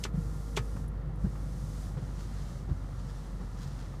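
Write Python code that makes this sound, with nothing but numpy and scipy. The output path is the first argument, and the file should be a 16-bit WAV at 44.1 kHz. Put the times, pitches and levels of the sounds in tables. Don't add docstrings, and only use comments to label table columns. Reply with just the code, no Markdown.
import sys
import numpy as np
from scipy.fft import rfft, irfft, next_fast_len
from scipy.io import wavfile
from scipy.ndimage import map_coordinates

SR = 44100
rng = np.random.default_rng(int(sys.argv[2]) if len(sys.argv) > 2 else 0)


def bounce(signal):
    frames = np.transpose(np.atleast_2d(signal))
    limited = np.clip(frames, -1, 1)
    pcm = np.round(limited * 32767).astype(np.int16)
    wavfile.write(sys.argv[1], SR, pcm)


N = 176400


def amp(db):
    return 10 ** (np.asarray(db) / 20)


def unit(x):
    return x / np.sqrt(np.mean(x ** 2) + 1e-20)


def clock():
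    return np.arange(N) / SR


def curves(rows):
    times_s, *columns = np.transpose(rows)
    return [np.interp(clock(), times_s, column) for column in columns]


def wobble(knots_per_s):
    knots = rng.standard_normal(int(4 * knots_per_s) + 8)
    return map_coordinates(knots, [clock() * knots_per_s], mode="mirror")


def colour(x, spectrum, tilt_db_oct=0, pivot_hz=6500):
    hz = np.fft.rfftfreq(N, 1 / SR) + 1
    points_hz, points_db = np.transpose(spectrum)
    shape_db = np.interp(np.log(hz), np.log(points_hz), points_db)
    octaves = np.log2(np.maximum(hz / pivot_hz, 1 / 4))
    return unit(irfft(rfft(x) * amp(shape_db + tilt_db_oct * octaves), N))


def noise(spectrum, tilt_db_oct=0):
    return colour(rng.standard_normal(N), spectrum, tilt_db_oct)


def swell(start_s, rise_s):
    age = np.maximum(clock() - start_s, 0) / rise_s
    return age * np.exp(1 - np.minimum(age, 60))


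def strike(start_s, rise_s, t60_s):
    age_s = np.clip(clock() - start_s, 0, 1)
    return (1 - np.exp(-age_s / rise_s)) * np.exp(-np.log(1000) * age_s / t60_s)


def thump(start_s, db, hz):
    envelope = swell(start_s, rise_s=0.0098) ** 1.88
    return amp(db) * envelope * np.sin(2 * np.pi * hz * (clock() - start_s))


def engine():
    # t/s, firing rate/Hz, level/dB
    idle = [(0, 51.74, -38), (.5, 51.41, -35.5), (1.3, 50.63, -36), (2, 49.85, -37.5), (2.7, 48.48, -38.5),
            (3.4, 46.77, -38.5), (4, 46.54, -42.5)]
    # multiple of firing rate, level/dB re idle
    orders = [(.5, -29), (1, 2), (1.5, -17.5), (2, -13.5), (2.5, -14), (3, -9.5), (3.5, -16), (4, -16.5),
              (5, -22), (5.5, -27.5), (6, -24.5), (7, -26.5), (10, -26)]
    # t/s, level/dB
    whine_fade = [(0, -52.5), (.5, -55), (1.1, -62.5), (1.6, -67), (4, -87)]
    # f/Hz, level/dB
    rumble_spectrum = [(15, -38), (32, -7), (60, 0), (90, 0), (135, 2), (190, -7), (250, -12), (340, -18),
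                       (430, -26.5), (700, -29), (2000, -88)]
    # f/Hz, level/dB
    whirr_spectrum = [(150, -8), (400, 2), (500, 1), (553, 5), (610, -2), (780, 0.5), (930, -2), (1380, -2),
                      (1520, -10), (1820, -7.5), (2120, -12.5), (2400, -19), (4000, -21), (6500, -26.5),
                      (10000, -30), (15000, -34)]
    firing_hz, idle_db = curves(idle)
    drift_db = idle_db - idle_db.mean()
    phase = 2 * np.pi * np.cumsum(firing_hz) / SR
    tones = np.zeros(N)
    for order, order_db in orders:
        if order == 1:
            drive_db = idle_db + .7 * wobble(12)
        else:
            drive_db = idle_db.mean() + 0.88 * drift_db + 2.6 * wobble(9)
        tones += amp(drive_db + order_db) * np.sin(order * phase + 2 * np.pi * rng.random())
    whine_db, whine_order = curves(whine_fade)[0], 9.03
    whine = amp(whine_db + 2.8 * wobble(10)) * np.sin(whine_order * phase + 1.2 * wobble(18))
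    whine += amp(whine_db - 11) * np.sin(3 * whine_order * phase + .5 * wobble(25.2))
    rumble = amp(-42 + 0.2 * drift_db) * noise(rumble_spectrum)
    pulsing = 1 + 0.083 * np.sin(phase)
    whirr = amp(-55.5 + 0.2 * wobble(22)) * pulsing * noise(whirr_spectrum)
    return tones + whine + rumble + whirr


def blades():
    # start/s, fastest/s, end/s, crest level/dB, tilt/(dB/oct), swell from ends to crest/dB
    strokes = [(-.5, -0.094, 0.063, -56, 2.5, 4), (0.166, .4, 0.832, -61, 2.3, 0.5),
               (1.21, 1.83, 1.976, -57.5, 1, 7.5), (1.993, 2.45, 2.633, -58, -1.6, 3),
               (2.67, 3.21, 3.47, -60, -1.5, 5.5), (3.416, 3.72, 4.1, -60.5, -1.5, 5)]
    # f/Hz, level/dB
    rubber_spectrum = [(300, 2), (1200, 4), (2500, -2.5), (4000, 1.5), (6000, 3), (7800, 0), (10000, -2.5),
                       (12500, -9), (15000, -14)]
    turn_s = .11
    hiss, t = np.zeros(N), clock()
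    for start_s, fastest_s, end_s, db, tilt_db_oct, swell_db in strokes:
        ramp = np.interp(t, [start_s, fastest_s, end_s], [0, 1, 0])
        speed = np.sin(np.pi / 2 * ramp) ** 1.9
        inside_s = np.minimum(t - start_s, end_s - t)
        moving = np.sin(np.pi / 2 * np.clip(.5 + inside_s / turn_s, 0, 1))
        hiss += moving * amp(db + swell_db * (speed - 1)) * noise(rubber_spectrum, tilt_db_oct)
    return hiss * amp(0.39 * wobble(9.8))


def stalk():
    # snap t/s, snap level/dB, landing t/s, landing level/dB
    clicks = [(0.0369, -29, .0503, -35.5), (0.565, -29, .5725, -27)]
    # f/Hz, level/dB
    snap_spectrum = [(300, -32), (1500, -14), (2400, 1.5), (3300, 4), (4200, -2), (5500, -1), (7400, -0.5),
                     (8800, -11.5), (10300, -16.5), (11500, -17), (15000, -22)]
    # f/Hz, level/dB
    landing_spectrum = [(60, -13), (200, -2), (400, -1.5), (620, -6), (850, -0.5), (2000, -5), (2800, -11),
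                        (6000, -17.5), (8200, -21), (9200, -27), (15000, -38)]
    # f/Hz, relative level/dB, t60/s
    housing_modes = [(389, 9, .07), (425, 5, 0.086), (900, 2.5, .085), (1259, -4, 0.2), (1725, -7, 0.15),
                     (2000, -3, 0.058), (2330, -8, 0.099), (2600, -13, 0.12), (3050, -15, 0.069),
                     (3150, -8, 0.056), (3360, -4, 0.06), (3600, -7, 0.073), (5240, -18, .08),
                     (6040, -10, 0.061), (6970, -18, .08), (7500, -8, .06)]
    # t/s, level/dB, f/Hz
    stop_thud = (.592, -27, 120)
    snap_rise_s, snap_t60_s, scrape_lead_s = 0.0018, 0.045, 0.0057
    land_rise_s, land_t60_s, housing_db = 0.00032, 0.071, -11
    snap, landing = noise(snap_spectrum), noise(landing_spectrum)
    out = thump(*stop_thud)
    for snap_s, snap_db, land_s, land_db in clicks:
        scrape = amp(-16) * strike(snap_s - scrape_lead_s, snap_rise_s, snap_t60_s)
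        out += amp(snap_db) * (scrape + strike(snap_s, snap_rise_s, snap_t60_s)) * snap
        out += amp(land_db) * strike(land_s, land_rise_s, land_t60_s) * landing
        for hz, mode_db, t60_s in housing_modes:
            ring = amp(land_db) * strike(land_s, land_rise_s, t60_s)
            if hz > 2200:
                ring += amp(snap_db - 6) * strike(snap_s, snap_rise_s, t60_s)
            out += amp(housing_db + mode_db) * ring * np.sin(2 * np.pi * (hz * clock() + rng.random()))
    return out


def linkage():
    # t/s, thump level/dB, f/Hz, rattle level/dB
    flips = [(.138, -25.5, 163, -49), (.174, -22.5, 161.3, -62), (1.238, -23.5, 190, -46.5),
             (1.261, -25, 126, -69), (1.966, -27.5, 144, -44.5), (2.019, -30, 131, -58),
             (2.685, -34.5, 171, -46), (2.71, -24, 132, -72), (3.401, -34.5, 164, -48.5)]
    # f/Hz, level/dB
    rattle_spectrum = [(60, -37), (250, 16.5), (420, 11.5), (650, 3.5), (1000, -1), (1700, -2),
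                       (2500, -18.5), (3700, -14.5), (6000, -25), (15000, -69)]
    # t/s, level/dB
    knock_events = [(.762, -47.5), (1.352, -53), (3.935, -49.5)]
    # f/Hz, level/dB
    knock_spectrum = [(150, -26), (400, -3), (1200, -5), (2200, -16), (4000, -32.5), (12000, -38)]
    # t/s, level/dB
    tick_events = [(0.878, -59.5), (1.155, -70)]
    # f/Hz, level/dB
    tick_spectrum = [(2000, -26), (6000, -14), (9000, -8), (10800, 1), (11600, -11), (12500, -14),
                     (15000, -20)]
    # t/s, level/dB, f/Hz
    bulkhead_thuds = [(1.234, -26, 70), (2.708, -22.5, 79)]
    thumps = sum(thump(s, db, hz) for s, db, hz, _ in flips)
    thuds = sum(thump(*row) for row in bulkhead_thuds)
    rattle = noise(rattle_spectrum) * sum(amp(db) * swell(s, rise_s=0.012) for s, _, _, db in flips)
    knocks = noise(knock_spectrum) * sum(amp(db) * swell(s, rise_s=.005) for s, db in knock_events)
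    ticks = noise(tick_spectrum) * sum(amp(db) * swell(s, rise_s=0.0039) for s, db in tick_events)
    return thumps + thuds + rattle + knocks + ticks


def water():
    # centre t/s, Gaussian sigma/s, level/dB, tilt/(dB/oct)
    spatters = [(2.206, 0.025, -54.5, 2.5), (2.39, 0.04, -58.5, 0), (3.002, 0.0088, -59.5, 1),
                (3.102, 0.018, -56.5, -2.5), (3.637, 0.057, -57, 2), (3.814, 0.043, -55.5, -1.2)]
    # f/Hz, level/dB
    spray_spectrum = [(500, 0), (1500, 9), (2400, -4), (3300, 1), (4800, 1), (7000, -2), (10000, -15.5),
                      (15000, -21)]
    drops_per_s, clumps_per_s, clump_db = 830, 74, 2
    drops = (rng.random(N) < drops_per_s / SR) * rng.standard_normal(N)
    wash = 0.82 * rng.standard_normal(N)
    spray = (unit(drops) + wash) * amp(clump_db * wobble(clumps_per_s))
    out = np.zeros(N)
    for centre_s, sigma_s, db, tilt_db_oct in spatters:
        burst = np.exp(-.5 * ((clock() - centre_s) / sigma_s) ** 2)
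        out += amp(db) * burst * colour(spray, spray_spectrum, tilt_db_oct)
    return out


def scene():
    return (engine() + blades() + stalk() + linkage() + water())[None]


def record(dry):
    top_hz = 15300
    n_fft = next_fast_len(N + SR // 2)
    passband = np.fft.rfftfreq(n_fft, 1 / SR) < top_hz
    return irfft(rfft(dry, n_fft) * passband, n_fft)[..., :N]


dry = scene()
out = record(dry)
bounce(out)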